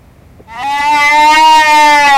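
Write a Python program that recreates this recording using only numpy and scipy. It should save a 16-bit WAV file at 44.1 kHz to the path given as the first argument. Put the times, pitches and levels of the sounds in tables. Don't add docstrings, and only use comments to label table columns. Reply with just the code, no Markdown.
import sys
import numpy as np
from scipy import signal
from scipy.fft import rfft, irfft, next_fast_len
from scipy.io import wavfile

SR = 44100
rng = np.random.default_rng(int(sys.argv[2]) if len(sys.argv) > 2 else 0)


def digitize_waveform(pressure):
    field = np.atleast_2d(pressure).T
    bounded = np.clip(field, -1, 1)
    quanta = np.round(bounded * 32767).astype(np.int16)
    wavfile.write(sys.argv[1], SR, quanta)


N = 95741
TIME = np.arange(N) / SR

# t/s, f/Hz
OPENING_PITCH = [(.47, 216.2), (.505, 221.2), (.53, 229.6), (.56, 227), (.58, 241.2), (.605, 248.7),
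                 (.624, 247.7)]
# t/s, f/Hz
CRY_PITCH = [
    [(0.637, 274.8), (0.696, 281.7), (0.792, 287.4), (0.814, 284.1), (0.906, 298), (0.954, 296),
     (0.976, 291.1), (1.062, 290), (1.168, 300.2), (1.244, 300.8), (1.34, 308.2)],
    [(1.37, 310.5), (1.434, 315.3), (1.536, 313.5), (1.702, 302.6), (1.836, 299.8), (2.066, 285.9),
     (2.17, 272.2)],
]
# t/s, level/dB
MAIN_LEVEL = [(.47, 7), (.5, 0.5), (.61, -3), (.645, 5), (.76, 2.5), (.788, -4), (.805, 9), (.84, 0.5),
              (.88, 4), (.935, 4), (.975, -0.5), (1.025, -5), (1.07, -0.5), (1.16, 3), (1.3, 5), (1.34, 4),
              (1.4, 5), (1.59, 9), (1.68, 2), (1.74, 4), (1.84, 3.5), (1.96, 1), (2.02, -4), (2.06, -0.5),
              (2.08, -2.5), (2.12, 3), (2.17, 2.5)]
MAIN_HZ, MAIN_WIDTH_HZ = 893, 145
# t/s, centre f/Hz, level/dB
SHOULDER_RESONANCE = [(.5, 1270, -11), (.61, 1265, -9.5), (.68, 1205, -14), (.82, 1255, -6),
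                      (.91, 1350, -16), (.955, 1360, -2.5), (1.0, 1275, -1), (1.09, 1120, -9.5),
                      (1.17, 1300, -27), (1.31, 1282, -3), (1.36, 1417, 1), (1.42, 1330, -41),
                      (1.56, 1267, -24), (1.72, 1175, -11), (1.84, 1167, -16), (1.96, 1312, -1.5),
                      (2.015, 1440, -16.5), (2.05, 1241, -4.5), (2.17, 1215, -0.5)]
SHOULDER_WIDTH_HZ = 141.4
# t/s, centre f/Hz, level/dB
UPPER_RESONANCE = [(.52, 1950, -7), (.66, 1990, -8), (.705, 1940, -16.5), (.735, 1925, -8.5),
                   (.815, 1980, -3.5), (.9, 2000, -16), (.955, 2114, 0), (.985, 2140, -13),
                   (1.025, 2066, 1), (1.1, 2052, -1.5), (1.17, 2002, -7), (1.24, 2028, -2),
                   (1.295, 2160, -15.5), (1.335, 1997, -0.5), (1.385, 2070, -1.5), (1.42, 2080, -10.5),
                   (1.53, 2060, -13), (1.6, 1875, -2), (1.65, 1875, -5), (1.7, 1972, -8),
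                   (1.76, 2030, -4.5), (1.9, 1950, -3), (2.0, 1930, -3.5), (2.04, 1953, -5),
                   (2.08, 2002, 4), (2.17, 1890, -11.5)]
UPPER_WIDTH_HZ = 237
# t/s, centre f/Hz, level/dB
THIRD_RESONANCE = [(.55, 2820, -23), (.6, 2860, -12), (.66, 2670, -20), (.85, 2610, -16), (.885, 2780, -13),
                   (.93, 2630, -43), (1.01, 2620, -11), (1.12, 2623, -27), (1.25, 3006, -24),
                   (1.32, 3050, -9), (1.38, 2730, -7.5), (1.53, 2857, -16.5), (1.65, 2820, -29),
                   (1.75, 3190, -17), (1.93, 3060, -15), (2.0, 2750, -38), (2.04, 2580, -6),
                   (2.068, 2550, -4.5), (2.082, 2550, -48)]
THIRD_WIDTH_HZ = 220
# t/s, level/dB
LOW_LEVEL = [(.5, -19), (.56, -15), (.61, -4.5), (.65, -12.5), (1.07, -33.5), (1.12, -16), (1.201, -12),
             (1.311, -14.5), (1.361, -21.5), (1.45, -11), (1.632, -15.5), (1.8, -7.5), (1.952, -9.5),
             (2.1, -10.5), (2.17, -30)]
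LOW_HZ, LOW_WIDTH_HZ = 683, 128
LAG_WIDTH_HZ = 142
# f/Hz, level/dB
THROAT_COLOUR = [(280, -36.5), (600, -48), (900, -12), (1200, -58), (1500, -43), (1900, -18), (2400, -13.5),
                 (2750, -16.5), (3200, -19), (4000, -26.5), (5500, -25.5), (8000, -37.5), (14000, -47.5)]
# t/s, level/dB
EFFORT = [(.5, -24), (.61, -15.5), (.72, -2.5), (0.819, -7), (0.901, -6), (.99, -3), (1.1, -7.5),
          (1.2, -4.5), (1.355, -2.5), (1.43, -6.5), (1.562, 2), (1.629, -4), (1.722, -1), (1.84, -1.5),
          (1.92, -1), (2.02, -2.5), (2.08, -6.5), (2.17, -3.5)]
# t/s, half length/s, roughness (0 to 1)
CRACKS = [(0.561, 0.023, 0.24), (0.628, 0.016, 0.53), (1.354, 0.007, 0.18), (1.65, 0.022, 0.02),
          (2.077, 0.0076, 0.46)]
CLEAR_ROUGHNESS = 0.1
JITTER, ROUGH_JITTER, JITTER_HZ = 0.00148, 0.013, 31.6
FLUTTER, FLUTTER_HZ = 1, 21.6
WANDER_DB, WANDER_RADIANS, WANDER_HZ = 2.5, 1, 4.82
# t/s, f/Hz, half length/s, share left (sign: way the phase turns)
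ECHO_NULLS = [(0.627, 740, 0.0037, 0.33), (0.821, 860, 0.026, 0.12), (1.1, 880, 0.031, 0.13),
              (1.353, 925, 0.018, -0.064), (1.649, 910, 0.066, 0.1), (1.877, 2400, 0.045, -0.04),
              (2.056, 2000, 0.025, 0.039)]
# f/Hz, level/dB (per Hz)
RASP_COLOUR = [(40, 6), (200, 7), (450, 4.5), (850, -33), (1500, 1), (2200, 2.5), (3000, 1), (4500, -2.5),
               (8000, -8), (15000, -21)]
# t/s, level/dB
RASP_LEVEL = [(.5, -24), (.61, -27), (.7, -25), (.8, -32), (.9, -26), (.98, -27), (1.07, -38), (1.21, -26),
              (1.282, -38), (1.5, -37), (1.72, -33), (1.84, -48), (2.0, -37), (2.1, -31), (2.17, -33)]
CRACK_RASP_DB = -21
# t/s, level/dB
SNAPS = [(.711, -20), (.785, -15), (1.772, -20), (1.845, -12)]
# f/Hz, level/dB (per Hz)
SNAP_COLOUR = [(1000, -30), (5000, -6), (8000, 0)]
SNAP_DECAY_S = 0.0016
KNEE_SHARPNESS, TREBLE_HZ = 90, 13600
# f/Hz, level/dB (per Hz)
BUMP_COLOUR = [(60, -22), (210, 6), (300, -6), (450, 4), (700, -12), (1200, -48), (5000, -65)]
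BUMP_S, BUMP_ATTACK_S, BUMP_DECAY_S, BUMP_DB = .396, 0.0035, 0.009, -23.5
# f/Hz, level/dB (per Hz)
NIGHT_COLOUR = [(25, -27), (40, 1), (70, 6), (140, -1), (220, -4), (380, -12.5), (600, -12), (1100, -19),
                (1600, -24), (2150, -22), (2900, -30), (6000, -36), (15000, -38.5)]
NIGHT_DB, NIGHT_NEAR_DB = -40, -34.5
FADE_START_S, FADE_LENGTH_S, CRY_DB = 0.47, 0.98, -3
CUTOFF_HZ = 15800


def from_db(db):
    return 10 ** (np.asarray(db) / 20)


def rms_one(x):
    return x / np.sqrt(np.mean(x ** 2) + 1e-20)


def in_time(rows):
    s, *columns = np.transpose(rows)
    return [np.interp(TIME, s, column) for column in columns]


def level_in_time(rows):
    return from_db(in_time(rows)[0])


def at_hz(points, hz):
    table_hz, table_db = np.transpose(points)
    return np.interp(np.log(hz), np.log(table_hz), table_db)


def drift(rate_hz):
    step = 20
    r = np.exp(-2 * np.pi * rate_hz * step / SR)
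    white = rng.standard_normal(N // step + 2002)
    slow = signal.lfilter([1], [1, -2 * r, r * r], white)[2000:]
    return np.interp(np.arange(N) / step, np.arange(len(slow)), rms_one(slow))


def noise(colour):
    size = next_fast_len(N)
    hz = np.maximum(np.fft.rfftfreq(size, 1 / SR), 1)
    spectrum = rfft(rng.standard_normal(size)) * from_db(at_hz(colour, hz))
    return rms_one(irfft(spectrum, size)[:N])


def band(hz, centre_hz, width_hz, order):
    return np.exp(-np.abs((hz - centre_hz) / width_hz) ** order)


def bleat():
    cracks = sum(rough * np.exp(-((TIME - s) / half) ** 2) for s, half, rough in CRACKS)
    pitch, = in_time(np.vstack([OPENING_PITCH, *CRY_PITCH]))
    jitter = (JITTER + ROUGH_JITTER * cracks) * drift(JITTER_HZ)
    phase = 2 * np.pi * np.cumsum(pitch * (1 + jitter)) / SR
    main, low, effort = [level_in_time(rows) for rows in (MAIN_LEVEL, LOW_LEVEL, EFFORT)]
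    shoulder_hz, shoulder_db = in_time(SHOULDER_RESONANCE)
    upper_hz, upper_db = in_time(UPPER_RESONANCE)
    third_hz, third_db = in_time(THIRD_RESONANCE)
    shoulder, upper, third = from_db(shoulder_db), from_db(upper_db), from_db(third_db)
    flutter = FLUTTER * (CLEAR_ROUGHNESS + cracks)
    voice = np.zeros(N)
    for k in range(1, 46):
        hz, height = k * pitch, k / 10
        wander_hz = WANDER_HZ * np.sqrt(height)
        wander_db = WANDER_DB * np.sqrt(height) * drift(wander_hz)
        gain = effort * from_db(at_hz(THROAT_COLOUR, hz) + wander_db)
        if k < 13:
            resonances = (main * band(hz, MAIN_HZ, MAIN_WIDTH_HZ, order=6)
                          + shoulder * band(hz, shoulder_hz, SHOULDER_WIDTH_HZ, order=2)
                          + low * band(hz, LOW_HZ, LOW_WIDTH_HZ, order=6)
                          + upper * band(hz, upper_hz, UPPER_WIDTH_HZ, order=2)
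                          + third * band(hz, third_hz, THIRD_WIDTH_HZ, order=6))
            gain = np.hypot(gain, resonances)
            lag_centres = (MAIN_HZ, shoulder_hz, upper_hz, third_hz)
            lag = sum(np.arctan2(LAG_WIDTH_HZ, centre - hz) for centre in lag_centres)
        else:
            lag = rng.uniform(0, 2 * np.pi)
        fade = echo_fade(k, pitch)
        wander = WANDER_RADIANS * height * drift(wander_hz)
        angle = k * phase - lag + np.angle(fade) + wander
        in_step = (1 + flutter * drift(FLUTTER_HZ)) * np.sin(angle)
        out_of_step = flutter * drift(FLUTTER_HZ) * np.cos(angle)
        voice += gain * np.abs(fade) * (in_step + out_of_step)
    return voice + rasp(phase, cracks)


def echo_fade(overtone, pitch):
    fade = np.ones(N, complex)
    for s, hz, half, left in ECHO_NULLS:
        nearest_overtone = round(hz / np.interp(s, TIME, pitch))
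        if nearest_overtone == overtone:
            away = (TIME - s) / half
            fade = fade * (away - 1j * left) / np.hypot(1, away)
    return fade


def rasp(phase, cracks):
    puffs = 1 + np.cos(phase)
    strength = level_in_time(RASP_LEVEL) + from_db(CRACK_RASP_DB) * cracks
    return noise(RASP_COLOUR) * puffs * strength


def snaps():
    strength = sum(from_db(db) * (TIME >= s) * np.exp(-np.abs(TIME - s) / SNAP_DECAY_S) for s, db in SNAPS)
    return noise(SNAP_COLOUR) * strength


def overload(x):
    fine = signal.resample_poly(x, 2, 1)
    flat = fine / (1 + np.abs(fine) ** KNEE_SHARPNESS) ** (1 / KNEE_SHARPNESS)
    pole = np.exp(-2 * np.pi * TREBLE_HZ / SR)
    return signal.lfilter([1 - pole], [1, -pole], signal.resample_poly(flat, 1, 2))


def bump():
    age = np.maximum(TIME - BUMP_S, 0)
    shape = np.minimum(age / BUMP_ATTACK_S, 1) * np.exp(-age / BUMP_DECAY_S)
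    return from_db(BUMP_DB) * noise(BUMP_COLOUR) * shape


def night(level_db):
    return from_db(level_db) * noise(NIGHT_COLOUR)


def scene():
    cry = from_db(CRY_DB) * overload(bleat() + snaps() + night(NIGHT_NEAR_DB))
    quiet = night(NIGHT_DB) + bump()
    turn = np.pi / 2 * np.clip((TIME - FADE_START_S) / FADE_LENGTH_S, 0, 1)
    return (np.sin(turn) * cry + np.cos(turn) * quiet)[None]


def record(dry):
    low_pass = signal.ellip(10, .05, 60, CUTOFF_HZ, fs=SR, output="sos")
    return signal.sosfiltfilt(low_pass, dry)


dry = scene()
out = record(dry)
digitize_waveform(out)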